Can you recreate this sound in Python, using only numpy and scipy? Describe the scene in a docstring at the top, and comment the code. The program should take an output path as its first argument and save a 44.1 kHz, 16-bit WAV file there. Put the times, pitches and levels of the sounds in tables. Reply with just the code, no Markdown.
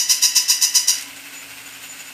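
"""In a small, hard room with a tiled floor, a battery-powered plush puppy yaps, then walks.
A cam squeezes a bellows about eight times a second; each puff sounds a shrill reed (harmonics plus air noise).
Then the gearbox shifts to walking: filtered clicks rattle in surges, noise bursts knock, an axle squeaks (sine).
A motor hums throughout as two beating tones, over low room hum and steady noise."""
import sys
import numpy as np
from scipy import signal
from scipy.fft import rfft, irfft
from scipy.io import wavfile
from scipy.ndimage import uniform_filter1d, minimum_filter1d

SR = 44100
rng = np.random.default_rng(int(sys.argv[2]) if len(sys.argv) > 2 else 0)


def materialize(psi):
    """Save the field psi as 16-bit PCM at rate SR to the path in sys.argv[1].

    A 1-D psi becomes a single channel; in a 2-D psi each row is a channel.
    """
    bounded = np.clip(np.atleast_2d(psi).T, -1, 1)
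    quanta = np.round(bounded * 32767).astype(np.int16)
    wavfile.write(sys.argv[1], SR, quanta)


N = 94241
LEAD = SR // 4  # samples run before time 0, dropped at the end: the toy is already running
TIME = np.arange(-LEAD, N) / SR
SIZE = len(TIME)


def from_db(db):
    """Decibels to amplitude gain."""
    return 10 ** (np.asarray(db) / 20)


def rms_one(x):
    """Scale to unit power."""
    return x / np.sqrt(np.mean(x ** 2) + 1e-20)


def at_hz(points, hz):
    """Interpolate a (frequency, value) table on a log-frequency axis."""
    table_hz, values = np.transpose(points)
    return np.interp(np.log(np.maximum(hz, 1)), np.log(table_hz), values)


def colour(x, points):
    """Minimum-phase filter of unit power gain; folding the cepstrum makes it causal."""
    size = 4096
    gain = rms_one(from_db(at_hz(points, np.fft.rfftfreq(size, 1 / SR))))
    cepstrum = irfft(np.log(gain))
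    cepstrum[1:size // 2] *= 2
    cepstrum[size // 2 + 1:] = 0
    impulse_response = irfft(np.exp(rfft(cepstrum)))
    return signal.fftconvolve(x, impulse_response)[:len(x)]


def drift(rate_hz):
    """Random wander of unit RMS: white noise through a double-pole lowpass at rate_hz."""
    pole = np.exp(-2 * np.pi * rate_hz / SR)
    noise = rng.standard_normal(SIZE + LEAD)
    return rms_one(signal.lfilter([1], [1, -2 * pole, pole * pole], noise)[LEAD:])


def turn(hz):
    """Phase [rad] of a moving frequency."""
    return 2 * np.pi * np.cumsum(hz) / SR


def arch(start_s, length_s):
    """Half a sine, zero outside."""
    return np.maximum(np.sin(np.pi * np.clip((TIME - start_s) / length_s, 0, 1)), 0)


# bellows puffs: (start [s], length [s], level [dB], top pitch [Hz])
PUFFS = [(-0.048, 0.051, -13, 1003), (0.082, 0.056, -14, 1021), (0.209, 0.064, -14.5, 1005),
         (0.345, 0.047, -12.5, 1002), (0.475, 0.055, -14.5, 993.7), (0.606, 0.054, -15, 1005),
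         (0.735, .054, -14.5, 1005), (0.869, 0.047, -14, 1013)]
# reed in its housing: (frequency [Hz], relative level [dB])
REED_COLOUR = [(600, -40.5), (1000, -22.5), (1250, -27.5), (1900, -13.5), (2250, -20), (2700, -6.5),
               (3020, -11.5), (3400, -19.5), (4000, -6), (4300, -14), (4900, -0.5), (5350, 2.5), (5900, 1),
               (6400, -3), (6900, -4.5), (7500, -11.5), (8100, -12.5), (9100, -7.5), (10500, -16.5),
               (12200, -12.5), (14000, -18.5), (15500, -28)]
SLACK_HZ = 169.6  # pitch drop at no pressure
PRESSURE_POWER = 1.24  # loudness against pressure
REED_JITTER, REED_SHIMMER_DB = 0.0089, 3  # RMS pitch fraction, RMS level
PARTIAL_FLICKER_DB = 1  # RMS, independent per harmonic
AIR_DB = 0  # against the harmonics before shimmer


def reed():
    """Puff pressure bends the reed's pitch up and down; air hisses through the gap once per cycle."""
    hz = np.full(SIZE, 1000.)
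    level = np.zeros(SIZE)
    for start_s, length_s, db, top_hz in PUFFS:
        pressure = arch(start_s, length_s)
        sounding = (TIME > start_s) & (TIME < start_s + length_s)
        hz = np.where(sounding, top_hz - SLACK_HZ * (1 - pressure), hz)
        level += from_db(db) * pressure ** PRESSURE_POWER
    phase = turn(hz * (1 + REED_JITTER * drift(249)))
    harmonics = sum(np.cos(k * phase) * from_db(PARTIAL_FLICKER_DB * drift(115)) for k in range(1, 18))
    slaps = rms_one(harmonics) * from_db(REED_SHIMMER_DB * drift(270))
    air = rms_one(rng.standard_normal(SIZE) * (1 + np.cos(phase)))
    return colour(level * (slaps + from_db(AIR_DB) * air), REED_COLOUR)


HOUSING_ECHO = 0.44  # allpass coefficient


def housing(x):
    """Short shell reflections, as three allpasses in series, smear the reed's slaps."""
    for lag in (7, 17, 31):  # samples
        a = np.r_[1, np.zeros(lag - 1), -HOUSING_ECHO]
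        x = signal.lfilter(a[::-1], a, x)
    return x


# gear surges under the legs' load: (time [s], level [dB])
GEAR_SURGES = [(0.944, -34.5), (1.012, -34.5), (1.093, -36), (1.185, -36), (1.265, -36.5), (1.348, -34.5),
               (1.428, -37), (1.512, -36), (1.59, -36.5), (1.676, -36), (1.751, -37.5), (1.843, -33.5),
               (1.935, -38.5), (2.001, -34.5), (2.085, -37)]
# plastic gearbox: (frequency [Hz], relative level [dB])
GEARBOX_COLOUR = [(150, -35), (400, -22), (800, -9.5), (1200, -13.5), (1520, 0), (1730, -6.5), (2060, 0.5),
                  (2350, 0), (2720, 4), (3100, -3.5), (3500, -8.5), (4100, -6.5), (6000, -11), (7200, -10),
                  (9000, -8.5), (11000, -26.5), (13300, -7), (15500, -19)]
TEETH_PER_S, TOOTH_SPREAD_DB = 2500, 0.5
WALK_START_S, SHIFT_S = 0.9, 0.02  # leg gears engage over the SHIFT_S before WALK_START_S
GEAR_DB, IDLE_GEAR_DB = -42, -4.5  # steady level when walking; change before the shift
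SURGE_S = 0.016  # Gaussian sigma, in power


def gears():
    """Teeth click densely into the gearbox, harder once the legs engage and in each surge."""
    hits = rng.random(SIZE) < TEETH_PER_S / SR
    signs = rng.choice([-1, 1], SIZE)
    clicks = hits * signs * from_db(TOOTH_SPREAD_DB * rng.standard_normal(SIZE))
    idle = np.clip((WALK_START_S - TIME) / SHIFT_S, 0, 1)
    steady_power = from_db(GEAR_DB + IDLE_GEAR_DB * idle) ** 2
    surge_power = sum(from_db(db) ** 2 * np.exp(-.5 * ((TIME - s) / SURGE_S) ** 2)
                      for s, db in GEAR_SURGES)
    return colour(rms_one(clicks) * np.sqrt(steady_power + surge_power), GEARBOX_COLOUR)


# motor course: (time [s], rotor tone [Hz], level [dB])
MOTOR_COURSE = [(0, 280, -57.5), (0.9, 280.5, -58), (1.1, 280, -50), (1.5, 280, -53.5), (2.14, 278, -55)]
MOTOR_WAVER, MOTOR_FLUTTER_DB = 0.006, 1.2  # RMS pitch fraction, RMS level
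SHAFT_HZ, SHAFT_DEPTH = 10.7, 0.45  # crank turns, throb depth
MOTOR_BEAT_HZ, MOTOR_BEAT_DB = 20.3, -4.5  # weaker tone: offset below the rotor's, relative level


def motor():
    """The rotor's tone throbs once per crank turn and beats against a weaker tone just below."""
    s, hz, db = np.transpose(MOTOR_COURSE)
    phase = turn(np.interp(TIME, s, hz) * (1 + MOTOR_WAVER * drift(17.5)))
    throb = 1 + SHAFT_DEPTH * np.cos(turn(SHAFT_HZ * (1 + 0.067 * drift(4.3))))
    rotor = throb * np.sin(phase)
    lower_tone = from_db(MOTOR_BEAT_DB) * np.sin(phase - 2 * np.pi * MOTOR_BEAT_HZ * TIME)
    level = from_db(np.interp(TIME, s, db) + MOTOR_FLUTTER_DB * drift(19))
    return level * (rotor + lower_tone)


# room hum: (time [s], low tone level [dB], middle tone level [dB], high tone level [dB])
HUM_LEVELS = [(0, -103, -92, -62.5), (0.55, -78, -75, -80.5), (0.95, -80, -63.5, -70),
              (1.35, -77, -69, -68), (1.7, -70, -59.5, -64.5), (1.848, -80, -61.5, -61),
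              (2.14, -68, -79, -62.5)]
# hum tones: (low [Hz], middle [Hz], high [Hz])
HUM_TONES = (59.2, 113, 164)
# noise floor: (frequency [Hz], relative level [dB])
FLOOR_COLOUR = [(25, -20), (60, -4), (120, -4), (330, -0.5), (700, 1.5), (2000, 3), (6000, -0.5),
                (9000, 1.5), (11000, -6), (13300, -2.5), (15500, -35)]
FLOOR_DB = -43


def background():
    """Three wavering low tones swell and fade over the room's steady, soft noise."""
    s, *levels = np.transpose(HUM_LEVELS)
    hum = np.zeros(SIZE)
    for hz, db in zip(HUM_TONES, levels):
        level = from_db(np.interp(TIME, s, db) + 2 * drift(8.9))
        hum += level * np.sqrt(2) * np.sin(turn(hz * (1 + 0.011 * drift(5.6))))
    return hum + from_db(FLOOR_DB) * colour(rng.standard_normal(SIZE), FLOOR_COLOUR)


# linkage knocks: (time [s], level [dB])
LINKAGE_KNOCKS = [(0.984, -22), (1.010, -24), (1.024, -24), (1.162, -32), (1.499, -39), (1.658, -44)]
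# knock spectrum: (frequency [Hz], relative level [dB])
LINKAGE_COLOUR = [(200, -50), (700, -26), (2500, -8), (5000, -2), (7200, 0), (11000, -3), (15500, -25)]
KNOCK_S = 0.0044  # decay to 1/e


def linkage():
    """Levers take up their play: decaying bursts of bright noise."""
    level = sum(from_db(db) * (TIME >= s) * np.exp(-np.abs(TIME - s) / KNOCK_S)
                for s, db in LINKAGE_KNOCKS)
    return colour(level * rng.standard_normal(SIZE), LINKAGE_COLOUR)


# axle squeaks: (start [s], length [s], level [dB])
AXLE_SQUEAKS = [(1.16, .03, -42), (1.333, .10, -38.5), (1.66, 0.02, -37), (1.727, 0.031, -43),
                (1.819, .05, -41.5), (1.878, 0.061, -34.5), (1.989, .035, -36.5), (2.068, .035, -41.5)]
SQUEAK_HZ, SQUEAK_WAVER = 6993, 0.0047  # centre, RMS pitch fraction


def axle():
    """A thin squeak that comes and goes: one sine of wavering pitch."""
    level = sum(from_db(db) * np.sqrt(arch(s, length_s)) for s, length_s, db in AXLE_SQUEAKS)
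    return level * np.sqrt(2) * np.sin(turn(SQUEAK_HZ * (1 + SQUEAK_WAVER * drift(120))))


# reverberation: (frequency [Hz], time to fall 60 dB [s])
REVERB_T60 = [(300, 0.59), (1000, 0.69), (2500, 0.61), (5500, 0.26), (9000, 0.42), (15000, 0.2)]
ROOM_DB, ROOM_GAP_S = -3, 0.0037  # tail energy against direct, build-up time
EARLY_DB, EARLY_S = -6, 0.016  # scatter from floor and nearby furniture: energy, decay to 1/e


def room(x, send):
    """Direct sound, quick scatter of near echoes, and a tail with its own decay in each of 12 bands."""
    t = np.arange(SR // 2) / SR
    spectrum = rfft(rng.standard_normal(len(t)))
    hz = np.fft.rfftfreq(len(t), 1 / SR)
    edges_hz = np.geomspace(100, SR / 2, 13)
    tail = np.zeros(len(t))
    for lo, hi in zip(edges_hz, edges_hz[1:]):
        band = irfft(spectrum * (hz >= lo) * (hz < hi), len(t))
        tail += band * from_db(-60 * t / at_hz(REVERB_T60, np.sqrt(lo * hi)))
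    tail *= 1 - np.exp(-(t / ROOM_GAP_S) ** 2)
    hits = rng.random(len(t)) < 3000 / SR  # echoes per second
    early = rng.standard_normal(len(t)) * hits * np.exp(-t / EARLY_S)
    echoes = (from_db(ROOM_DB) * rms_one(tail) + from_db(EARLY_DB) * rms_one(early)) / np.sqrt(len(t))
    wet = signal.fftconvolve(send, echoes)[:SIZE]
    return (x + wet) / np.sqrt(1 + np.sum(echoes ** 2))


GEAR_SEND_DB = -5  # works into the echoes, against the yaps


def scene():
    """The toy in the room; yaps excite the room more than the works do; motor and background stay dry."""
    yaps = housing(reed())
    works = gears() + linkage() + axle()
    toy = room(yaps + works, yaps + from_db(GEAR_SEND_DB) * works)
    return (toy + motor() + background())[None, LEAD:]


LIMIT, LIMIT_S = 0.82, 0.002  # peak amplitude, gain window
STOP_HZ = 16050  # 90 dB down from here up


def record(dry):
    """A fast limiter holds down the highest peaks; a steep lowpass cuts the top."""
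    size = int(LIMIT_S * SR)
    needed_gain = LIMIT / np.maximum(np.abs(dry), LIMIT)
    gain = uniform_filter1d(minimum_filter1d(needed_gain, size), size)
    lowpass = signal.cheby2(22, 90, STOP_HZ, fs=SR, output="sos")
    return signal.sosfilt(lowpass, dry * gain)


dry = scene()
out = record(dry)
materialize(out)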